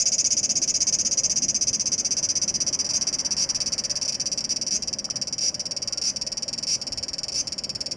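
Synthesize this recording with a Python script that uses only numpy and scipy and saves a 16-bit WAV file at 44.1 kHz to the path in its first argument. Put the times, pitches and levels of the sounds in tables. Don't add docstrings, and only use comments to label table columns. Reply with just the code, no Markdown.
import sys
import numpy as np
from scipy import signal
from scipy.fft import rfft, irfft, next_fast_len
from scipy.io import wavfile
from scipy.ndimage import uniform_filter1d

SR = 44100
rng = np.random.default_rng(int(sys.argv[2]) if len(sys.argv) > 2 else 0)


def unload_audio(sound):
    columns = np.transpose(np.atleast_2d(sound))
    steps = np.round(np.clip(columns, -1, 1) * 32767)
    wavfile.write(sys.argv[1], SR, steps.astype(np.int16))


def ratio_of_db(decibels):
    return 10 ** (np.asarray(decibels, float) / 20)


N = 351036

# time_s, level_db
TRAFFIC_FLOW = [(0, -3), (.4, 0.3), (.95, -1.5), (1.5, 1.5), (2.3, .3), (3.3, .6), (4.1, -1), (4.9, 1.5),
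                (5.05, -2), (6.7, -3), (7.96, -2)]
# frequency_hz, density_db_per_hz
THUD_SPECTRUM = [(12, -39), (20, -10), (130, -3), (170, -40), (290, -120)]
RUMBLE_SPECTRUM = [(76, -41), (130, -2.5), (220, 0.5), (440, -10.5), (570, -54), (970, -120)]
DRONE_SPECTRUM = [(260, -36), (450, -11), (534, 0.5), (614, -1.5), (694, -10), (780, -10), (1010, -25),
                  (1720, -120)]
HUM_SPECTRUM = [(440, -51), (750, -4.5), (1000, -2.5), (1100, -3), (1260, -6.5), (1900, -6.5), (2470, -15),
                (4180, -120)]
# frequency_hz, density_db_per_hz
HISS_SPECTRUM = [(900, -30), (1500, 0), (2400, -19), (3000, 15), (3800, -10), (4500, -3), (5600, -28),
                 (6800, -12), (8500, -28), (11000, -36), (12200, -50), (13000, -100)]
# level_db, share_of_flow_swing (0-1)
LAYER_LEVELS = [
    (-51.5, .2),
    (-44.5, 1.05),
    (-48.5, .1),
    (-55, .02),
    (-66.5, .02),
]
# centre_s, half_width_s, lift_db, layer_index
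PASSES_BY = [
    (.05, .5, -4, 3),
    (3.3, .85, 5.8, 3),
    (3.3, .6, 3, 4),
    (1.4, .1, 3.5, 0),
    (1.66, .07, 5, 0),
    (2.9, .6, 2, 0),
    (6.95, .06, 8, 0),
    (7.35, .07, 6, 0),
]
# start_s, peak_db, pitch_hz
SOFT_KNOCK = [
    (5.0898, -27, 1250),
]
# time_s, level_db
WHISTLE_LEVEL = [
    (5.9, -66),
    (5.95, -55),
    (6.08, -57),
    (6.14, -63),
]
# centre_s, half_width_s, level_db, pitch_hz, slide_hz_per_s
FAR_PEEPS = [
    (2.75, .035, -55, 1000, 0),
    (4.3, .022, -57, 7600, -6000),
    (4.368, .01, -57, 7820, -6000),
    (4.415, .015, -54, 7400, -6000),
]
# delay_ms, gain
FRAME_ECHOES = [(.73, 0.15), (1.119, -0.14), (2.078, 0.065), (2.642, -0.0076), (3.058, -0.077),
                (3.352, 0.12), (4.441, -0.15), (4.76, -0.27)]
# pitch_hz, level_db
GLASS_MODES = [(4400, 1), (4512, 1), (4655, 1), (4780, -1), (4867, 2.5), (4964, 9.5), (5200, 1), (5290, 1),
               (5426, -0.5), (5551, 7), (5660, -3.5), (5780, -4.5), (5852, 5.5), (5935, 2.5), (6067, 0.5),
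               (6180, 1.5), (6287, 5), (6400, -1), (6500, 3), (6585, -1), (6700, -2), (6830, 1),
               (7070, -11), (7350, 4.5)]
# centre_hz, width_hz, share_absorbed (0-1)
MESH_BANDS = [(2090, 130, .7), (2810, 120, .8), (3900, 250, .6), (5150, 110, .7)]
# frequency_hz, t60_s
PORCH_DECAY = [(2000, 0.066), (5300, 0.028), (8000, 0.029), (11000, 0.015)]
# first_s, last_s, count_bursts, growth_of_length_ms
BURST_RUNS = [(-.0059, .6174, 11, -4), (.6766, .8689, 4, -5), (.9253, 1.5446, 11, 0),
              (1.6108, 1.7306, 3, 1), (1.7964, 1.9796, 4, 5), (2.0475, 2.2885, 5, 4), (2.354, 2.79, 8, 2),
              (3.0113, 3.1862, 4, 5), (3.2483, 3.3079, 2, 6), (3.4904, 3.6602, 4, 5), (3.7213, 4.014, 6, 1),
              (4.1985, 4.3757, 4, -4), (4.5608, 4.6655, 3, 9), (4.8228, 4.8744, 2, 1),
              (4.9289, 5.2718, 7, 3), (5.326, 5.3814, 2, -2), (5.5436, 5.5952, 2, 10),
              (5.6552, 5.8197, 4, 5), (5.875, 5.9743, 3, 1.5), (6.1609, 6.4235, 6, 2.5),
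              (6.4803, 6.6274, 4, 1.2), (6.8149, 7.0278, 5, 4), (7.0825, 7.2826, 5, .3),
              (7.4716, 7.5217, 2, .6), (7.5806, 7.8062, 5, -2), (7.86, 7.911, 2, 4)]
# start_s, length_ms, level_db, end_pitch_hz
SONG_BREAKS = [(2.8452, 6.8, -22, 5700), (2.864, 4.5, -23.5, 5700), (2.8904, 24.7, -22, 5800),
               (2.9346, 39.6, -20.5, 6120), (3.3669, 75, -21.5, 5850), (4.0503, 8.9, -22.5, 5600),
               (4.0789, 20.4, -20, 5770), (4.123, 7.2, -22.5, 5600), (4.1442, 9.4, -21, 5650),
               (4.407, 3.5, -21.5, 5610), (4.4414, 8.6, -20.5, 5700), (4.4927, 34, -21.5, 5720),
               (4.7083, 61, -22, 6170), (5.4084, 83.6, -22.5, 5690), (6.015, 11.4, -22, 5460),
               (6.038, 64, -21.5, 5910), (6.6693, 85, -22, 5720), (7.3203, 8.8, -25.5, 5670),
               (7.3426, 67, -22.5, 5920)]
# time_s, length_ms, level_db, end_pitch_hz
SONG_EFFORT = [(0, 30.5, -19, 6530), (.8, 27.5, -19.3, 6350), (1.6, 26, -20, 6200), (2.4, 23.5, -20, 5990),
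               (3.2, 20.5, -20.6, 5820), (4.3, 17, -21.1, 5740), (4.9, 11.5, -21.6, 5590),
               (5.9, 10, -21.5, 5520), (7.1, 10.4, -22.3, 5440), (8, 10, -22, 5400)]
# time_s, right_tymbal_lag_ms, period_of_one_side_ms, rest_pitch_hz
MUSCLE_PACE = [(0, 3.48, 6.3, 5720), (1.5, 3.3, 6.13, 5790), (2.7, 4.3, 7.37, 5650), (3.8, 4.78, 8, 5370),
               (5, 5.25, 8.0, 5680), (6.5, 5.74, 8.4, 5442), (8, 4.94, 7.7, 5397)]
# pitch_over_rest_pitch (ratio), share_of_climb (0-1), level_db, t60_s, phase_rad
SAC_RINGS = [
    (.865, 0.41, -5, 0.0072, 0),
    (0.964, 0.56, -3.5, 0.0057, 0.094),
    (1.028, 1.02, -1, 0.0084, 2.436),
]
# pitch_hz, width_hz, level_db, sign
SHELL_MODES = [(2228, 128, -25.5, 0.94), (2487, 145, -21, -1.01), (2730, 110, -16, 0.76),
               (2930, 108, -18, -0.82), (3093, 100, -26.5, 0.48), (4540, 530, -21, 0.47),
               (6876, 830, -15.5, 0.95), (7165, 720, -18, -0.76), (9270, 3400, -25.5, 0.81),
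               (10730, 3600, -26, -0.69)]
# frequency_hz, level_db
MICROPHONE_GAIN = [(1000, -17.5), (1900, -8.5), (2300, -1.5), (3700, -17), (4300, -13.5), (4700, -4),
                   (7500, -2), (11200, -15.5), (11900, -26.5), (12200, -35), (12500, -55)]

LONGER_HZ_PER_MS, LONGER_DB_PER_MS = 18, -.1
SCATTER_MS, SCATTER_DB, SCATTER_HZ = .5, .3, 30


def along(points, hz):
    f, value = np.transpose(points)
    return np.interp(np.log(hz + 1), np.log(f + 1), value)


def filtered(x, response):
    m = next_fast_len(N + 8192)
    return irfft(rfft(x, m) * response(np.fft.rfftfreq(m, 1 / SR)), m)[:N]


def mode(f, hz, width_hz):
    return 1j * f * width_hz / (hz * hz - f * f + 1j * f * width_hz)


def causal(points):
    def response(hz):
        cepstrum = irfft(np.log(ratio_of_db(along(points, hz))))
        cepstrum[1:len(hz) - 1] *= 2
        cepstrum[len(hz):] = 0
        return np.exp(rfft(cepstrum))
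    return response


def place(s, size, shape, count):
    index = np.ceil(s * SR).astype(int)[:, None] + np.arange(count)
    wave = size[:, None] * shape(index / SR - s[:, None])
    inside = (index >= 0) & (index < N)
    return np.bincount(index[inside], wave[inside], N)


def rush(spectrum, patchy_db):
    z = signal.stft(rng.standard_normal(N), nperseg=512)[2]
    field = uniform_filter1d(rng.standard_normal(z.shape), 4, 0)
    field = uniform_filter1d(field, 12, 1)
    x = signal.istft(z * ratio_of_db(patchy_db * field / field.std()), nperseg=512)[1][:N]
    x = filtered(x, lambda hz: ratio_of_db(along(spectrum, hz)))
    return x / x.std()


def distance(t):
    flow_db = np.interp(t, *np.transpose(TRAFFIC_FLOW))
    levels_db = [db + share * flow_db for db, share in LAYER_LEVELS]
    for s, half_width, lift_db, layer in PASSES_BY:
        k = round(layer)
        levels_db[k] = levels_db[k] + lift_db * np.exp(-((t - s) / half_width) ** 2)
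    spectra = (THUD_SPECTRUM, RUMBLE_SPECTRUM, DRONE_SPECTRUM, HUM_SPECTRUM)
    traffic = sum(ratio_of_db(db) * rush(colour, patchy_db=1.4) for db, colour in zip(levels_db, spectra))
    return traffic + ratio_of_db(levels_db[-1]) * rush(HISS_SPECTRUM, patchy_db=3.0)


def knock(t):
    (at, db, hz), = SOFT_KNOCK
    since = np.maximum(t - at, 0)
    rise = 1 - np.exp(-since / 0.00055)
    return ratio_of_db(db + 3 - 60 * since / 0.0072) * np.sin(2 * np.pi * hz * since) * rise


def whistle(t):
    return ratio_of_db(np.interp(t, *np.transpose(WHISTLE_LEVEL), -120, -120)) * np.sin(2 * np.pi * 1400 * t)


def peeps(t):
    total = 0
    for s, half_width, db, hz, slide in FAR_PEEPS:
        since = t - s
        tone = np.sin(2 * np.pi * (hz + slide * since / 2) * since)
        total = total + ratio_of_db(db) * np.exp(-(since / half_width) ** 2) * tone
    return total


def street():
    t = np.arange(N) / SR
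    return distance(t) + knock(t) + whistle(t) + peeps(t)


def porch(x):
    def echoes(f):
        return 1 + sum(gain * np.exp(-2j * np.pi * f * ms / 1000) for ms, gain in FRAME_ECHOES)

    def glass(f):
        modes = enumerate(GLASS_MODES)
        return ratio_of_db(1.5) * sum((-1) ** k * ratio_of_db(db) * mode(f, hz, width_hz=50.4) for k, (hz, db) in modes)

    def mesh(f):
        return np.prod([1 - share * mode(f, hz, width) for hz, width, share in MESH_BANDS], axis=0)

    hz, t, z = signal.stft(rng.standard_normal(SR // 3), SR, nperseg=128)
    outside = 1 - 0.64 * (np.abs(hz - 5900) < 1500)
    short = outside[:, None] * ratio_of_db(-60 * t / along(PORCH_DECAY, hz)[:, None])
    long = ratio_of_db(-21 - 60 * t / .5)
    tail = signal.istft(z * (short + long), SR, nperseg=128)[1]
    far = signal.fftconvolve(np.pad(x, (200, 0)), tail / np.linalg.norm(tail))[:N]
    near = filtered(x, lambda f: (echoes(f) + glass(f)) * mesh(f))
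    return near + ratio_of_db(-6.5) * far


def bursts():
    counts = [round(run[2]) for run in BURST_RUNS]
    along_run = np.concatenate([np.linspace(0, 1, n) for n in counts])
    first, last, growth = (np.repeat(c, counts) for c in np.transpose(BURST_RUNS)[[0, 1, 3]])
    start = first + (last - first) * along_run
    s, *effort = np.transpose(SONG_EFFORT)
    length, db, end_hz = (np.interp(start, s, c) for c in effort)
    chance = rng.standard_normal((len(start), 3)).T
    extra = growth * (along_run - .5) + SCATTER_MS * chance[0]
    steady = [start, length + extra, db + LONGER_DB_PER_MS * extra + SCATTER_DB * chance[1],
              end_hz + LONGER_HZ_PER_MS * extra + SCATTER_HZ * chance[2]]
    return np.hstack([steady, np.transpose(SONG_BREAKS)])


def clicks():
    start, length, db, end_hz = (c[:, None] for c in bursts())
    s, *pace = np.transpose(MUSCLE_PACE)
    lag, period, rest_hz = (np.interp(start, s, c) for c in pace)
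    chance = rng.standard_normal((len(start), 3, 32))
    turn, side = np.arange(32) // 2, np.arange(32) % 2
    hurry = np.exp(-np.maximum(turn - 1.5, 0) / 2.52)
    step = 6.2 + (period - 6.2) * hurry
    left = np.cumsum(step * (turn > 0) * (1 - side), axis=1)
    ms = left + side * (step / 2 + (lag - period / 2) * hurry)
    ms = ms + 0.1154 * chance[:, 0] * (turn + side > 0)
    fade = 1 / (1 + np.exp(np.clip((ms - length - 1.5) / 1.2, -30, 30)))
    stretch = np.sin(2.24 * np.clip(ms / length, 0, 1.2) ** (1.17 + 0.022 * length))
    swell_db = 0.018 * length * stretch - 0.87 * side + 0.44 * (turn + side == 0)
    size = ratio_of_db(db + swell_db + 1.02 * chance[:, 1]) * fade
    climb_hz = 1.27 * (end_hz - rest_hz) * stretch + 40 * chance[:, 2]
    used = fade > .03
    return [(c + 0 * ms)[used] for c in (start + ms / 1000, side, size, rest_hz, climb_hz)]


def air_sac(s, size, rest_hz, climb_hz):
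    def ring(t):
        total = 0
        for ratio, share, db, t60, phase in SAC_RINGS:
            hz = (ratio * rest_hz + share * climb_hz)[:, None]
            total = total + ratio_of_db(db - 60 * t / t60) * np.cos(2 * np.pi * hz * t - phase)
        return total
    return place(s, size, ring, count=330)


def shell(s, size, rest_hz):
    def snap(t):
        return np.sinc((t - 8 / SR) * SR * .8) * np.hanning(17)

    def thin(f):
        return (1j * f / (1j * f + 7000)) ** 2

    def body(f):
        return sum(sign * ratio_of_db(db) * mode(f, hz, width) for hz, width, db, sign in SHELL_MODES)

    size = size * ratio_of_db(-.008 * (rest_hz - 5542))
    late = rng.standard_normal((len(s), 2))
    ribs = place(s - 8 / SR, size, snap, count=17)
    second_size = size * ratio_of_db(1.5 + 1.2 * late[:, 1])
    second = place(s + .0016 + .00007 * late[:, 0], second_size, snap, count=17)
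    return filtered(ribs + filtered(second, thin), body)


def tymbal(s, size, rest_hz, climb_hz):
    return ratio_of_db(7.5) * air_sac(s, size, rest_hz, climb_hz) + ratio_of_db(35.5) * shell(s, size, rest_hz)


def cicada():
    s, side, *stroke = clicks()
    return sum(porch(tymbal(*(c[side == k] for c in (s, *stroke)))) for k in range(2))


def scene():
    return (street() + filtered(cicada(), causal(MICROPHONE_GAIN)))[None]


def roll_off(x):
    return signal.sosfilt(signal.butter(12, 12230, fs=SR, output="sos"), x)


def record(dry):
    return roll_off(dry)


dry = scene()
out = record(dry)
unload_audio(out)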